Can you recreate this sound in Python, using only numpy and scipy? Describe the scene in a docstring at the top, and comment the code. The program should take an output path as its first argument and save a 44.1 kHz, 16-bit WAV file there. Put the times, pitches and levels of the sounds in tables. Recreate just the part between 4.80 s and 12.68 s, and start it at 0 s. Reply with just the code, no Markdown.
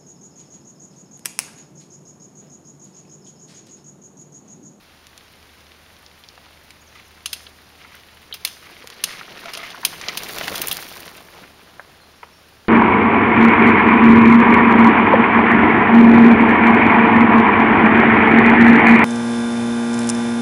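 """Far tyres tick over stones in a forest hush: a mountain bike rolls down a trail, over a plank bridge,
onto gravel close by, and away. Its knobs drum on the boards, the tread scuffs and crunches grit,
the chain slaps the frame at bumps, stones knock and loaded planks ring hollow.
Behind it are a faint small bird, a short echo off the trunks and a low far hum."""
import sys
import numpy as np
from scipy import signal
from scipy.fft import rfft, irfft, next_fast_len
from scipy.io import wavfile
from scipy.ndimage import map_coordinates

SR = 44100
rng = np.random.default_rng(int(sys.argv[2]) if len(sys.argv) > 2 else 0)


def transcribe(u):
    """Save the signal u as a 16-bit wav file named by the first command-line argument.

    u: samples, shape (n,) or (channels, n), limited to [-1, 1]; the rate is SR.
    q: integer samples, one column per channel.
    """
    v = np.clip(np.atleast_2d(u).T, -1, 1)
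    q = np.round(v * 32767).astype(np.int16)
    wavfile.write(sys.argv[1], SR, q)


N = 347640

# Tyre fader as the bike nears and leaves: t/s, level/dB
TYRE_FADER = [(0.0, -58), (0.44, -51.5), (2.06, -52), (2.65, -47.5), (2.74, -51), (3.58, -47.5),
              (3.71, -46), (4.1, -45), (4.32, -41), (4.45, -41.5), (4.65, -39), (4.83, -40), (5.79, -33),
              (5.9, -35.5), (6.25, -42.5), (6.76, -49.5), (7.33, -53), (7.88, -55.5)]
def tyre_level_db():
    """The fader that tyres and pebbles ride, near 0 dB at its peak."""
    return curve(TYRE_FADER) + 34


def tyres():
    """Rolling rubber in five layers, from low rumble to fine spray."""
    roll_db, scuff = tyre_level_db(), scuff_gain()
    jolt = np.tanh(wobble(38))  # the rumble and crunch swell and dip unevenly, without sudden surges
    return rumble(roll_db, jolt) + rasp(scuff) + crunch(roll_db, jolt, scuff) + grit(roll_db) + spray(roll_db)


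# Body resonances of boards and tyre casing: f/Hz, width/Hz, level/dB
BOARD_MODES = [(110, 30, -8.5), (170.5, 29, -1.5), (189, 41, -6), (361, 44, -6), (450, 150, -2.5),
               (680, 170, -2.5), (970, 280, -7.5)]
# Thud EQ: f/Hz, level/dB
THUD_EQ = [(25, -10), (60, -24), (120, -5), (200, 8), (400, 7.5), (750, 3.5), (1200, -11), (2500, -36)]
# Low-end swells, off the bridge's end and on packed earth: t/s, attack/s, hold/s, release/s, boost/dB
BRIDGE_DROP = (5.52, 0.13, 0.087, 0.055, 3.7)
PACKED_EARTH = (6.08, 0.5, 0.63, 0.99, 7.9)
def rumble(roll_db, jolt):
    """Knobs drum on the boards over a bed of dull, uneven thuds."""
    knobs = contacts(rate=900, spread_db=2.5) * amp(2.7 * jolt)
    thuds = contacts(rate=900, spread_db=9) * amp(1.5 * jolt)
    level_db = -39.5 + 1.424 * roll_db + swell(*BRIDGE_DROP) + swell(*PACKED_EARTH)
    return amp(level_db) * (amp(-0.5) * resonate(knobs, BOARD_MODES) + amp(-4) * coloured(thuds, THUD_EQ))


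# Steering scuff cues: t/s, length after the attack/s, level/dB
SCUFF_CUES = [(1.6, 0.1, -56.5), (2.136, 0.083, -46), (2.978, 0.28, -51), (3.805, 0.37, -50.5),
              (4.256, 0.17, -40), (4.645, 0.07, -43), (4.77, 0.13, -38), (5.207, 0.13, -38),
              (6.516, 0.19, -52)]
def scuff_gain():
    """Each scuff bites quickly, holds and lets go."""
    return sum(swell(s, attack=0.027, hold=0.44 * length, release=0.56 * length, height=amp(db))
               for s, length, db in SCUFF_CUES)


# Tread resonances: f/Hz, width/Hz, level/dB
TREAD_MODES = [(1260, 200, -0.5), (2080, 310, 1)]
def rasp(scuff):
    """The tread rubs sideways as the rider steers."""
    friction = rng.standard_normal(N) * amp(5 * wobble(90))
    return amp(-1) * scuff * resonate(friction, TREAD_MODES)


# Mid-forward crunch EQ: f/Hz, level/dB
CRUNCH_EQ = [(400, -5.5), (800, -8), (1150, -2.5), (1600, 1), (2150, 2.5), (3000, 0.5), (4500, -2.5),
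             (6200, -8), (8500, -41), (16000, -28)]
def crunch(roll_db, jolt, scuff):
    """Each size of gravel cracks at its own moments, in its own octave; scuffs grind up more."""
    centres_hz = 700 * 2 ** np.arange(5)
    gravel = np.zeros(N)
    for octave in np.eye(5):
        cracks = amp(2 * jolt) * grains(rate=900, spread_db=6.5, t60=0.0061, hiss=0.44)
        gravel += filtered(cracks, lambda hz: np.sqrt(along(np.c_[centres_hz, octave], hz)))
    gain = np.hypot(amp(-35 + 1.333 * roll_db), amp(-2.5) * scuff)
    return gain * coloured(gravel, CRUNCH_EQ)


# Bright grit EQ: f/Hz, level/dB
GRIT_EQ = [(1500, -22), (4000, 8), (6500, 0), (10300, 5.5), (12000, 3.5), (15500, 1)]
def grit(roll_db):
    """Fine dirt sizzles under the tread."""
    sizzle = amp(3.7 * wobble(110)) * grains(rate=1200, spread_db=-1, t60=0.0031, hiss=1.66)
    return amp(-47.5 + 0.84 * roll_db) * coloured(sizzle, GRIT_EQ)


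# Swell over the loose gravel: t/s, attack/s, hold/s, release/s, boost/dB
GRAVEL_PATCH = (5.167, 0.34, 0.5, 0.81, 11.3)
# Spray EQ: f/Hz, level/dB
SPRAY_EQ = [(1500, -9), (4000, 6), (6500, 2.5), (10300, 3), (12000, 3), (15500, 3)]
def spray(roll_db):
    """Sharp little stones fly from the wheels, only on the loose gravel."""
    stones = amp(3.3 * wobble(90)) * grains(rate=600, spread_db=7, t60=0.0053, hiss=0.5)
    looseness = amp(swell(*GRAVEL_PATCH)) - 1
    return amp(-43 + 0.84 * roll_db) * looseness * coloured(stones, SPRAY_EQ)


# Chain slap cues: t/s, level/dB, tilt/(dB per octave), high cut/Hz, t60/s
SLAP_CUES = [(2.457, -14.5, 2.5, 10000, 0.024), (2.5286, -16, 2.2, 11300, 0.038),
             (3.5385, -24.5, -1.5, 18000, 0.049), (3.648, -8, -0.4, 16000, 0.017),
             (3.6717, -26, -0.5, 12000, 0.058), (4.2372, -7, 3, 10800, 0.022),
             (4.733, -24, -2.5, 12000, 0.066), (4.7708, -24.5, -1.5, 12000, 0.043),
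             (4.901, -31.5, -2.5, 11000, 0.038), (5.0483, -5, 2, 13700, 0.028),
             (5.371, -15.5, -1.5, 20000, 0.042), (5.755, -20, 0.5, 13000, 0.044),
             (5.815, -9.5, 4, 20000, 0.018), (5.9112, -14.5, -1.5, 20000, 0.054)]
# Metal ring of frame and chain: f/Hz, width/Hz, level/dB
FRAME_MODES = [(2800, 140, -4), (3360, 750, -1.5), (4120, 480, -4.5), (5020, 250, 0), (6160, 190, -2.5),
               (8770, 500, -10), (10200, 1600, -4.5), (13400, 890, -3), (15700, 980, -19)]
# EQ for the crack of steel links: f/Hz, level/dB
LINK_EQ = [(150, -37), (600, -13), (1200, -3), (2000, -5), (2900, 1), (4300, -2), (5700, -3.5), (7200, -6),
           (10500, -8.5), (13000, -7.5), (16000, -4)]
def chain():
    """Many links land within milliseconds and ring the frame; returns the direct sound and echo send."""
    direct, send = np.zeros(N), np.zeros(N)
    t = np.arange(SR // 6) / SR
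    for s, db, tilt_db, top_hz, t60 in SLAP_CUES:
        rise = np.minimum(t / 0.0027, 1) ** 2
        blow = decay(np.maximum(t - 0.0025, 0), t60)
        settling = amp(-14) * decay(t, 0.084)
        envelope = rise * (blow + settling)
        links = contacts(rate=4600, spread_db=1.5, size=len(t)) + 2.55 * rng.standard_normal(len(t))
        # the chain never hits the same spot twice
        modes = [(hz * (1 + 0.0099 * rng.standard_normal()), width, level)
                 for hz, width, level in FRAME_MODES]
        hardness = lambda hz: amp(tilt_db * np.log2((hz + 500) / 5000)) / np.hypot(1, (hz / top_hz) ** 5)
        steel = lambda x: unit(filtered(coloured(x, LINK_EQ) + amp(1) * resonate(x, modes), hardness))
        strength = amp(db - 3) * np.sqrt(np.mean(envelope ** 2))
        add(direct, s, strength * steel(envelope * links))
        distance_m = np.hypot(0.9, 5.7 * (s - 7.25))  # riding at 5.7 m/s; far slaps are wetter
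        send_db = -20.5 + 2.5 * np.log2(distance_m)
        # sent in all directions, the ripples of single links average out into one plain crack
        add(send, s, strength * amp(send_db) * steel(signal.unit_impulse(len(t), 128)))
    return direct, send


# Featured stone and twig hits: t/s, level/dB, f/Hz, spread/octaves
KNOCK_CUES = [(0.269, -43.5, 4600, 0.73), (0.378, -41, 5030, 0.73), (0.919, -46.5, 3120, 0.33),
              (1.264, -43.5, 4670, 0.28), (1.4386, -44, 3360, 0.32), (1.488, -40, 4220, 0.29),
              (1.578, -41.5, 1200, 0.84), (1.665, -46, 1150, 0.31), (1.9064, -40.5, 4020, 0.75),
              (2.6676, -38, 3630, 0.2), (3.0478, -41, 1540, 0.4), (3.1452, -42, 1960, 0.43),
              (3.153, -45.5, 9500, 0.6), (3.5268, -27, 3500, 0.14), (4.0737, -35, 4580, 1),
              (4.102, -37, 3630, 0.96), (4.4121, -31.5, 1400, 0.45), (4.6583, -34.5, 1580, 1.23),
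              (4.6832, -33, 1650, 0.65), (4.7514, -29, 3340, 0.53), (4.946, -33, 1370, 0.3),
              (5.0323, -30, 1260, 0.37), (5.2135, -31, 3480, 0.77), (5.2849, -20.5, 3600, 0.42),
              (5.435, -30, 6000, 1.46), (5.585, -24.5, 6000, 1.2), (5.6118, -23.5, 1110, 1.04),
              (5.6802, -22, 2370, 0.68), (5.873, -23, 11300, 0.45), (5.884, -22.5, 11900, 0.42),
              (5.9286, -22.5, 12000, 0.3), (5.9699, -26.5, 7000, 1), (6.279, -36, 2170, 0.79),
              (6.379, -41, 2000, 1), (6.5872, -41.5, 800, 0.23), (6.6398, -40, 1510, 0.54),
              (6.9965, -31, 1070, 0.55), (7.4322, -34.5, 1130, 0.7)]
def knocks():
    """Dead little blows: hard contact, quick crumble, scrape; small stones are higher and stop sooner."""
    out = np.zeros(N)
    lead = 128  # samples of room for the filter's pre-ring
    t = np.arange(SR // 20) / SR
    for s, db, centre_hz, spread in list(KNOCK_CUES) + pebbles():
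        crumble = 0.13 * decay(t, 0.00066)
        scrape = 0.11 * decay(t, 0.045 / (1 + (centre_hz / 5000) ** 2))
        blow = (t == 0) + (crumble + scrape) * rng.standard_normal(len(t))
        band = lambda hz: np.exp(-abs(np.log2((hz + 1) / centre_hz) / (2 * spread)) ** 3) / np.sqrt(hz + 200)
        knock = filtered(np.pad(blow, (lead, 0)), band)
        add(out, s - lead / SR, amp(db + 25) * knock / np.linalg.norm(knock))
    return out


def pebbles(per_s=15, spread_octaves=0.46):
    """Lesser stones strike at random, as loud as the tyres allow; returns extra knock cues."""
    slots = np.arange(int(per_s * N / SR))
    when, size, pitch = rng.random((len(slots), 3)).T
    s = (slots + when) / per_s
    db = -32.5 + 1.05 * tyre_level_db()[(s * SR).astype(int)] + 1.732 * (size - 0.5)
    # hard stones up the trail, duller knocks on boards and earth later
    hz = 2990 * 2 ** (1.316 * (pitch - 0.5) - 0.18 * s)
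    return [(*row, spread_octaves) for row in zip(s, db, hz) if row[0] > 0.01]


# Hollow notes of boards and roots under the wheels: t/s, level/dB, f/Hz, t60/s
WOOD_CUES = [(3.5115, -37.5, 436, 0.028), (3.915, -42, 347, 0.087), (4.0422, -30.5, 485, 0.034),
             (4.6553, -33.5, 683, 0.15), (4.772, -29.5, 666, 0.069), (4.8294, -30, 680, 0.042),
             (5.279, -23, 700, 0.024), (5.680, -20, 770, 0.025), (5.7174, -21, 544, 0.024),
             (5.8017, -25, 350, 0.028), (6.62, -37, 262, 0.036), (7.4302, -26, 967, 0.038)]
def wood():
    """A loaded board rings briefly on its bending note and a faster-dying overtone."""
    out = np.zeros(N)
    t = np.arange(SR // 4) / SR
    attack = 1 - np.exp(-t / 0.00075)
    for s, db, hz, t60 in WOOD_CUES:
        note = np.sin(2 * np.pi * hz * t) * decay(t, t60)
        overtone = amp(1.5) * np.sin(2 * np.pi * 2.03 * hz * t) * decay(t, 0.42 * t60)
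        add(out, s, amp(db) * attack * (note + overtone))
    return out


# Bird cues: t/s, length/s, start f/Hz, middle f/Hz, end f/Hz, level/dB
BIRD_CUES = [(2.007, 0.026, 6900, 6660, 7040, -49), (2.06, 0.033, 6750, 6100, 4480, -50),
             (2.24, 0.045, 6750, 6130, 4600, -53), (7.205, 0.029, 4300, 4200, 4050, -49),
             (7.352, .04, 5450, 5580, 5640, -56), (7.52, .04, 5350, 5500, 5380, -52)]
def bird():
    """Thin, quickly bending whistles."""
    out = np.zeros(N)
    for s, length, start_hz, middle_hz, end_hz, db in BIRD_CUES:
        progress = np.linspace(0, 1, int(length * SR))
        hz = np.polyval(np.polyfit([0, 0.5, 1], [start_hz, middle_hz, end_hz], 2), progress)
        add(out, s, amp(db - 2) * np.sin(np.pi * progress) * np.sin(2 * np.pi * np.cumsum(hz) / SR))
    return out


# Reverb time among the trunks: f/Hz, t60/s
TRUNK_DECAY = [(200, 0.51), (2500, 0.31), (6000, 0.6), (14000, 0.56)]
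def trunk_echo(send):
    """Trunks scatter the sound back a little later, in a short dark tail."""
    reflections = contacts(rate=3800, spread_db=2.5, size=SR * 3 // 4)
    hz, t, bands = signal.stft(reflections, SR, nperseg=256)
    tail = signal.istft(bands * decay(t, along(TRUNK_DECAY, hz)[:, None]), SR, nperseg=256)[1]
    tail *= np.minimum(np.arange(len(tail)) / SR / 0.004, 1)  # 4 ms fade-in
    tail = filtered(tail, lambda hz: 1 / np.hypot(1, hz / 4800))  # bark and needles swallow the top
    return amp(-4.5) * signal.fftconvolve(send, tail / np.linalg.norm(tail))[:N]


# EQ of the bed of forest hush and microphone hiss: f/Hz, level/dB
HUSH_EQ = [(25, -1), (55, 2), (110, 5.5), (200, 4), (500, 1), (1200, 0), (2700, -3), (4400, -5),
           (6200, -10), (8600, -16), (9900, -12.5), (13000, -18.5), (15500, -17)]
def hush():
    """An even forest hush with faint microphone hiss."""
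    return amp(-51 + 0.1 * wobble(2.85)) * coloured(rng.standard_normal(N), HUSH_EQ)


# Hum fader: t/s, level/dB
HUM_FADER = [(0, -66.5), (.7, -57), (2.5, -54), (3.7, -58), (4.5, -73), (5.3, -58.5), (6.5, -59),
             (7.9, -60.5)]
def far_hum():
    """A low tone, wavering slightly in pitch and level."""
    hz = 76.6 + 0.22 * wobble(2.5)
    return amp(curve(HUM_FADER) + wobble(3.1)) * np.sin(2 * np.pi * np.cumsum(hz) / SR)


def amp(db):
    """Decibels to gain."""
    return 10 ** (np.asarray(db) / 20)


def decay(t, t60):
    """A gain that falls 60 dB in t60 seconds."""
    return amp(-60 * t / t60)


def unit(x):
    """Scale to rms 1."""
    return x / np.sqrt(np.mean(x ** 2) + 1e-20)


def along(points, hz):
    """(Hz, value) points read on a log axis."""
    f, v = np.transpose(points)
    return np.interp(np.log(hz + 1), np.log(f + 1), v)


def curve(points):
    """(s, value) points read at every sample."""
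    return np.interp(np.arange(N) / SR, *np.transpose(points))


def swell(start, attack, hold, release, height):
    """An envelope that rises to a height, holds and falls."""
    return np.interp(np.arange(N) / SR, start + np.cumsum([0, attack, hold, release]), [0, height, height, 0])


def wobble(rate):
    """A smooth random curve, rate knots a second."""
    return map_coordinates(rng.standard_normal(int(N * rate / SR) + 4), [np.arange(N) * rate / SR])


def filtered(x, response):
    """x times a response of frequency."""
    m = next_fast_len(len(x) + 8192)
    return irfft(rfft(x, m) * response(np.fft.rfftfreq(m, 1 / SR)), m)[:len(x)]


def coloured(x, eq):
    """x through an EQ curve, at rms 1."""
    return unit(filtered(x, lambda hz: amp(along(eq, hz))))


def resonate(x, modes):
    """x rung through (Hz, width, dB) resonances, at rms 1."""
    response = lambda f: sum(amp(db) * 1j * f * w / (c * c - f * f + 1j * f * w) for c, w, db in modes)
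    return unit(filtered(x, response))


def contacts(rate, spread_db, size=N):
    """Random tiny impacts of uneven strength, rate a second, at rms 1."""
    strength = amp(spread_db * np.minimum(rng.standard_normal(size), 2))
    return unit((rng.random(size) < rate / SR) * strength * rng.choice([-1, 1], size))


def grains(rate, spread_db, t60, hiss):
    """Each contact is a tiny dying puff of noise, over a steady hiss."""
    t = np.arange(SR // 50) / SR
    power = signal.fftconvolve(contacts(rate, spread_db) ** 2, decay(t, t60) ** 2)[:N]
    puffs = unit(np.sqrt(np.abs(power)) * rng.standard_normal(N))
    return puffs + hiss * rng.standard_normal(N)


def add(track, s, sound):
    """Mix a sound into the track at a time."""
    part = track[round(s * SR):][:len(sound)]
    part += sound[:len(part)]


def scene():
    """Bike, bird and forest in mono; slaps, bumps and song feed the echo."""
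    slaps, slap_send = chain()
    bumps, song = knocks() + wood(), bird()
    echo = trunk_echo(slap_send + amp(-14) * bumps + song)
    return (tyres() + slaps + bumps + song + echo + hush() + far_hum())[None]


def record(dry):
    """Master EQ: a narrow treble notch and a hard high cut."""
    notch_hz, half_width_hz, top_hz = 7900, 340, 15750
    notch = lambda hz: (hz - notch_hz) ** 2 / ((hz - notch_hz) ** 2 + half_width_hz ** 2)
    return filtered(dry[0], lambda hz: notch(hz) * (hz < top_hz))[None]


dry = scene()
out = record(dry)
transcribe(out)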